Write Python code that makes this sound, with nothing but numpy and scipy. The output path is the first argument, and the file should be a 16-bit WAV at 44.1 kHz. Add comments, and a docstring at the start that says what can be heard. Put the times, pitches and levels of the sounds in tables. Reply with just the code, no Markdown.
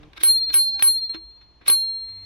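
"""A small bell on a moving bike, close to two microphone ports. Tyres rumble and hiss faintly on snow.
At 0.23, 0.54 and 0.82 s the bell is flicked: the lever clicks and scrapes, the hammer cracks on the
dome, a limiter ducks everything under the loud top mode, and roadside echoes beat with the ring.
At 1.09 s a light touch sounds the dome and the thumb damps it. At 1.68 s comes a last flick, on which
the hammer bounces once. From 1.82 s the snow coarsens under the fading ring."""
import sys
import numpy as np
from scipy.fft import rfft, irfft, next_fast_len
from scipy.io import wavfile
from scipy.ndimage import uniform_filter1d, minimum_filter1d, map_coordinates

SR = 44100
rng = np.random.default_rng(int(sys.argv[2]) if len(sys.argv) > 2 else 0)


def to_wav(s):
    """Save 16-bit WAV."""
    ch = np.atleast_2d(s).T  # columns
    pcm = np.round(np.clip(ch, -1, 1) * 32767)  # PCM
    wavfile.write(sys.argv[1], SR, pcm.astype(np.int16))


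N = 99225

RING_HZ, RING_RISE_S, RING_PORT_RAD, ECHO_PORT_RAD = 4200.2, 0.0048, 0.35, 0.87
OCTAVE_DB, OCTAVE_PORT_RAD = -32.5, 2.8
TOP_HZ, TOP_T60_S, TOP_PORT_RAD = 10640, 0.19, 2.96
TWIN_OFFSET_HZ, TWIN_SHARE = 7.84, 0.33  # the top mode is a close pair
THUMB_AT_S, THUMB_RAMP_S, THUMB_DB = 1.115, 0.037, -9.5
CHOKE_S = 0.012  # the returning hammer stops the old ring
# Hammer blows (time [s], ring [dB], top mode [dB], impact [dB], ring t60 [s], beat [Hz],
# echo share [0-1], delay to first beat crest [s])
BLOWS = [(0.2343, -10, 12.5, 5.5, 1.175, 16.2, 0.32, 0.071), (0.541, -14, 7, -1, 1.4, 14.9, 0.26, 0.075),
         (0.8247, -15.5, 10.5, 2, 1.43, 14.2, 0.44, .074), (1.092, -23, -67.5, -63, 1.08, 15, 0.18, 0.0094),
         (1.6802, -7, -1.5, -8, 1.8, 24, 0.65, 0.022), (1.699, -15, 0.5, -10.5, 1.318, 14.8, .12, 0.063)]
def dome():
    """Each blow restarts the ring and flares the top mode; a Doppler-shifted echo beats with the ring."""
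    out = np.zeros((2, N))
    for at_s, ring_db, top_db, _, t60_s, beat_hz, echo_share, crest_s in BLOWS:
        t = since(at_s)
        ring = tone(t, RING_HZ, RING_PORT_RAD)
        ring += narrow_noise(t, RING_HZ, share=0.07, rate_hz=31)  # diffuse echoes
        ring += echo_share * tone(t, RING_HZ + beat_hz, ECHO_PORT_RAD, -2 * np.pi * beat_hz * crest_s)
        octave = amp(OCTAVE_DB) * decay(t, t60_s / 2) * tone(t, 2 * RING_HZ, OCTAVE_PORT_RAD)
        top = tone(t, TOP_HZ, TOP_PORT_RAD) + TWIN_SHARE * tone(t, TOP_HZ + TWIN_OFFSET_HZ, TOP_PORT_RAD)
        top += narrow_noise(t, TOP_HZ, share=0.15, rate_hz=92.85)
        blow = amp(ring_db) * (decay(t, t60_s) * ring + octave) * ramp(t, RING_RISE_S)
        blow += amp(top_db) * decay(t, TOP_T60_S) * top
        if at_s < THUMB_AT_S:
            blow *= amp(THUMB_DB * ramp(since(THUMB_AT_S), THUMB_RAMP_S))
        out = out * ramp(-t, CHOKE_S) + blow
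    return out


CRACK_DB, CRACK_T60_S, RATTLE_DB, RATTLE_T60_S, HAMMER_MODES_DB = 2, 0.0086, -10, 0.085, -7
# Impact spectrum (frequency [Hz], relative level [dB])
CRACK_SPECTRUM = [(100, -22), (300, -1), (700, -3), (1500, -0.5), (3700, 4.5), (6000, -9), (8300, -17.5),
                  (10500, -7.5), (15500, -1)]
# Hammer and lever noise between ports (frequency [Hz], correlation [0-1])
CONTACT_CORRELATION = [(200, 0), (1200, 0), (3500, 0.21), (10000, 0)]
def hammer():
    """Each blow cracks on the dome, rattles the spring and rings the short modes."""
    out = np.zeros((2, N))
    for at_s, _, _, impact_db, *_ in BLOWS:
        t = since(at_s)
        crack = amp(CRACK_DB) * decay(t, CRACK_T60_S)
        grain_db = 2 * wobble(rate_hz=500)[0]
        rattle = amp(RATTLE_DB + grain_db) * decay(t, RATTLE_T60_S)
        contact = noise(lambda hz: at_hz(CRACK_SPECTRUM, hz), CONTACT_CORRELATION)
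        out += amp(impact_db) * ((crack + rattle) * contact + amp(HAMMER_MODES_DB) * short_modes(at_s))
    return out


# Modes of lever, mount and dome (frequency [Hz], relative level [dB], t60 [s], port phase gap [rad])
SHORT_MODES = [(326, -31.5, 0.17, 1.6), (1047, -23.5, 0.14, 1.2), (1152, -17.5, 0.13, 1.9),
               (1350, -19.5, .08, 1.9), (1593, -12, 0.093, 1.2), (2239, -11, 0.11, 2.4),
               (2900, -18, 0.11, 1.6), (3700, -15, 0.036, 0.7), (5330, -14.5, .1, 2.1),
               (9500, -14.5, 0.1, 2), (11240, -17.5, 0.086, 1.6), (13500, -26.5, .08, 1.7),
               (14440, -13.5, .08, 1.3), (15200, -17, 0.079, 1.6)]
def short_modes(at_s, tilt_db_per_oct=0):
    """Struck modes die fast, blurred as loose contacts keep re-striking them."""
    out, t = np.zeros((2, N + SR)), np.arange(SR // 6) / SR
    start = round(at_s * SR)
    for hz, db, t60_s, port_rad in SHORT_MODES:
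        level_draw, phase_draw = rng.standard_normal(2)
        gain = amp(db + 0.51 * level_draw + tilt_db_per_oct * max(np.log2(hz / 1500), 0))
        ring = tone(t, hz, port_rad, np.pi * phase_draw)
        chatter = narrow_noise(t, hz, share=1, rate_hz=112)
        out[:, start:start + len(t)] += gain * decay(t, t60_s) * (ring + chatter)
    return out[:, :N]


# Lever friction spectrum (frequency [Hz], relative level [dB])
LEVER_SPECTRUM = [(100, -16.5), (300, -9.5), (700, -8), (1100, -5.5), (1900, -0.5), (2500, 3), (3100, -5.5),
                  (3700, 5), (4700, -9), (5700, -13), (7000, -24.5), (10000, -21), (15000, -29)]
# Clicks and scrapes (time [s], level [dB], rise [s], t60 [s], tilt [dB/octave], relative thud [dB])
LEVER_CLICKS = [(0.032, -44.5, 0.001, 0.038, -5, -28), (0.133, -45, .0005, 0.032, -1.5, -29),
                (0.171, -47, 0.0083, 0.05, -2.5, -24), (0.180, -34, 0.0078, 0.018, -0.5, -17),
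                (0.211, -34, 0.0061, 0.081, 3, -7.5), (0.23, -27.5, 0.00067, 0.09, 12.5, -9.5),
                (0.504, -36.5, 0.0075, 0.032, -1.5, -9), (0.537, -27, .006, 0.085, 8.5, -39.5),
                (0.551, -16.5, 0.0023, 0.025, -6, -15), (0.796, -29.5, 0.0029, 0.027, 1, -19.5),
                (0.812, -40.5, 0.0064, 0.13, 10, -29), (0.8244, -13.5, 0.0012, 0.012, -1, -23),
                (1.097, -48, 0.0011, 0.044, -2, -7), (1.147, -35, 0.0062, 0.073, -2, 3),
                (1.414, -55.5, 0.0036, 0.11, -3, -23), (1.614, -52, 0.004, 0.25, -6.5, -6),
                (1.664, -36, 0.0037, 0.11, 0.5, -10), (1.678, -24.5, 0.0034, 0.024, 9, -13),
                (1.698, -16.5, 0.003, 0.038, -3, -17), (2.09, -52, 0.0016, .04, 1, -22)]
def lever():
    """The thumb cocks and releases the lever: friction bursts thud in the mount and ring the modes."""
    out = np.zeros((2, N))
    mount_hz, _, mount_t60_s, mount_port_rad = SHORT_MODES[0]
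    octaves_up = lambda hz: np.log2(np.maximum(hz, mount_hz) / mount_hz)
    for at_s, db, rise_s, t60_s, tilt, thud_db in LEVER_CLICKS:
        t = since(at_s)
        envelope = np.exp(np.minimum(t, 0) / rise_s - np.log(1000) * np.maximum(t, 0) / t60_s)
        friction = noise(lambda hz: at_hz(LEVER_SPECTRUM, hz) + tilt * octaves_up(hz), CONTACT_CORRELATION)
        thud = amp(thud_db) * decay(t, mount_t60_s) * tone(t, mount_hz, mount_port_rad)
        modes = amp(2) * short_modes(at_s, tilt_db_per_oct=-10)
        out += amp(db) * (envelope * friction + thud + modes)
    return out


# Tyre spectrum on packed snow (frequency [Hz], relative level [dB])
TYRE_SPECTRUM = [(25, -12.5), (60, -7.5), (150, -16), (240, -20.5), (330, -16), (480, -22.5), (750, -24),
                 (1050, -22.5), (1400, -30.5), (2200, -31.5), (3600, -32.5), (5000, -42), (6000, -42),
                 (7500, -51), (16000, -64.5)]
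# Tyre envelope (time [s], relative level [dB])
TYRE_LEVELS = [(0.0, -56), (0.15, -61), (0.29, -61.5), (0.54, -65.5), (0.7, -61.5), (0.91, -65),
               (1.99, -65.5), (2.25, -63.5)]
# Riding noise between ports (frequency [Hz], correlation [0-1])
ROAD_CORRELATION = [(30, 1), (300, 0.25), (2000, 0.76), (8000, 0.14)]
def tyres():
    """Tyres rumble and hiss as they roll on packed snow."""
    gain = amp(curve(TYRE_LEVELS) + 4.5)
    return gain * noise(lambda hz: at_hz(TYRE_SPECTRUM, hz), ROAD_CORRELATION)


# Frame shudder envelope (time [s], level [dB])
FRAME_LEVELS = [(0.0, -47.5), (0.19, -54), (0.25, -52.5), (0.31, -57), (0.96, -64), (1.26, -47.5),
                (1.36, -60.5), (1.99, -61.5), (2.25, -52.5)]
def frame(centre_hz=54.6, width_hz=6):
    """The frame shudders on the snow in one low resonance."""
    resonance_db = lambda hz: -20 * np.log10(1 + ((hz - centre_hz) / width_hz) ** 2)
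    return amp(curve(FRAME_LEVELS)) * noise(resonance_db, ROAD_CORRELATION)


# Coarse snow spectrum (frequency [Hz], relative level [dB])
SNOW_SPECTRUM = [(100, -20), (1100, -1), (1500, -8), (2100, 5), (3400, -12.5), (5000, -26), (6000, -13),
                 (7500, -20), (15000, -23.5)]
def coarse_snow(start_s=1.82, rise_s=0.35, level_db=-63):
    """A grainy scrape fades in as the snow coarsens."""
    grain_db = 0.5 * wobble(rate_hz=190)[0]
    gain = ramp(since(start_s), rise_s) * amp(level_db + grain_db)
    return gain * noise(lambda hz: at_hz(SNOW_SPECTRUM, hz), ROAD_CORRELATION)


# Bike tones (start [s], end [s], first pitch [Hz], last pitch [Hz], harmonics 1, 2, 3 [dB rms])
BIKE_HUMS = [(-0.01, 0.095, 147.7, 153, -58, -54.5, -62.5), (0.738, 0.81, 802, 780, -56.5, -64, -67),
             (2.084, 2.3, 97.2, 97, -53.5, -86.5, -79)]
def hums():
    """The moving bike hums and squeaks: brief, faint glides of three harmonics."""
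    out, t = np.zeros(N), since(0)
    for start_s, end_s, first_hz, last_hz, *levels_db in BIKE_HUMS:
        phase = 2 * np.pi * np.cumsum(np.interp(t, [start_s, end_s], [first_hz, last_hz])) / SR
        gate = ramp(np.minimum(t - start_s, end_s - t), 0.014)
        out += gate * sum(np.sqrt(2) * amp(db) * np.sin(k * phase) for k, db in enumerate(levels_db, 1))
    return out


def amp(db):
    """Decibels to gain."""
    return 10 ** (np.asarray(db) / 20)


def since(at_s):
    """Seconds since at_s, per sample."""
    return np.arange(N) / SR - at_s


def ramp(t, length_s):
    """Linear rise from 0 to 1, then hold."""
    return np.clip(t / length_s, 0, 1)


def decay(t, t60_s):
    """Quick attack at t = 0, then exponential decay."""
    t = np.maximum(t, 0)
    return np.exp(-np.log(1000) * t / t60_s) * (1 - np.exp(-t / 0.0003))


def curve(rows):
    """(time [s], value) rows, per sample."""
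    return np.interp(since(0), *np.transpose(rows))


def at_hz(rows, hz):
    """(frequency [Hz], value) rows, read on a log axis."""
    knots_hz, values = np.transpose(rows)
    return np.interp(np.log(hz + 1), np.log(knots_hz + 1), values)


def tone(t, hz, port_rad, phase_rad=0):
    """A sine that reaches the two ports port_rad apart."""
    return np.sin(2 * np.pi * hz * t + phase_rad + np.array([[0.5], [-0.5]]) * port_rad)


def filtered(x, response):
    """Apply a gain given as a function of frequency."""
    size = next_fast_len(N + 8192)
    return irfft(rfft(x, size) * response(np.fft.rfftfreq(size, 1 / SR)), size)[..., :N]


def noise(spectrum_db, correlation):
    """Stereo noise of rms 1 with a given spectrum and port correlation."""
    def mid_side_gains(hz):
        angle = np.arccos(np.clip(at_hz(correlation, hz), -1, 1)) / 2
        return amp(spectrum_db(hz)) * [np.cos(angle), np.sin(angle)]
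    mid, side = filtered(rng.standard_normal((2, N)), mid_side_gains)
    stereo = np.array([mid + side, mid - side])
    return stereo / np.sqrt(np.mean(stereo ** 2) + 1e-20)


def wobble(rate_hz, size=N):
    """A smooth random curve per channel, rate_hz knots a second."""
    position = np.arange(size) * rate_hz / SR + 2
    knots = rng.standard_normal((2, size // 40 + 8))
    return np.array([map_coordinates(channel, [position]) for channel in knots])


def narrow_noise(t, hz, share, rate_hz):
    """Narrow noise around hz, unrelated at the two ports."""
    phase = 2 * np.pi * hz * t
    band = wobble(rate_hz, len(t)) * np.sin(phase) + wobble(rate_hz, len(t)) * np.cos(phase)
    return share * band / np.sqrt(2)


def scene():
    """Bell over the ride."""
    return dome() + hammer() + lever() + tyres() + frame() + coarse_snow() + hums()


CEILING_DB, HOLD_S, SMOOTH_S, LOWPASS_HZ = -3.5, 0.012, 0.0005, 15850
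def record(dry):
    """A fast stereo-linked limiter, then a steep low-pass."""
    peak = np.abs(dry).max(axis=0)
    needed_gain = np.minimum(1, amp(CEILING_DB) / (peak + 1e-9))
    hold, smooth = int(HOLD_S * SR), int(SMOOTH_S * SR)
    held_gain = minimum_filter1d(needed_gain, hold, origin=(hold - 1) // 2)
    gain = uniform_filter1d(minimum_filter1d(held_gain, smooth), smooth)
    return filtered(dry * gain, lambda hz: 1 / (1 + (hz / LOWPASS_HZ) ** 160))


dry = scene()
out = record(dry)
to_wav(out)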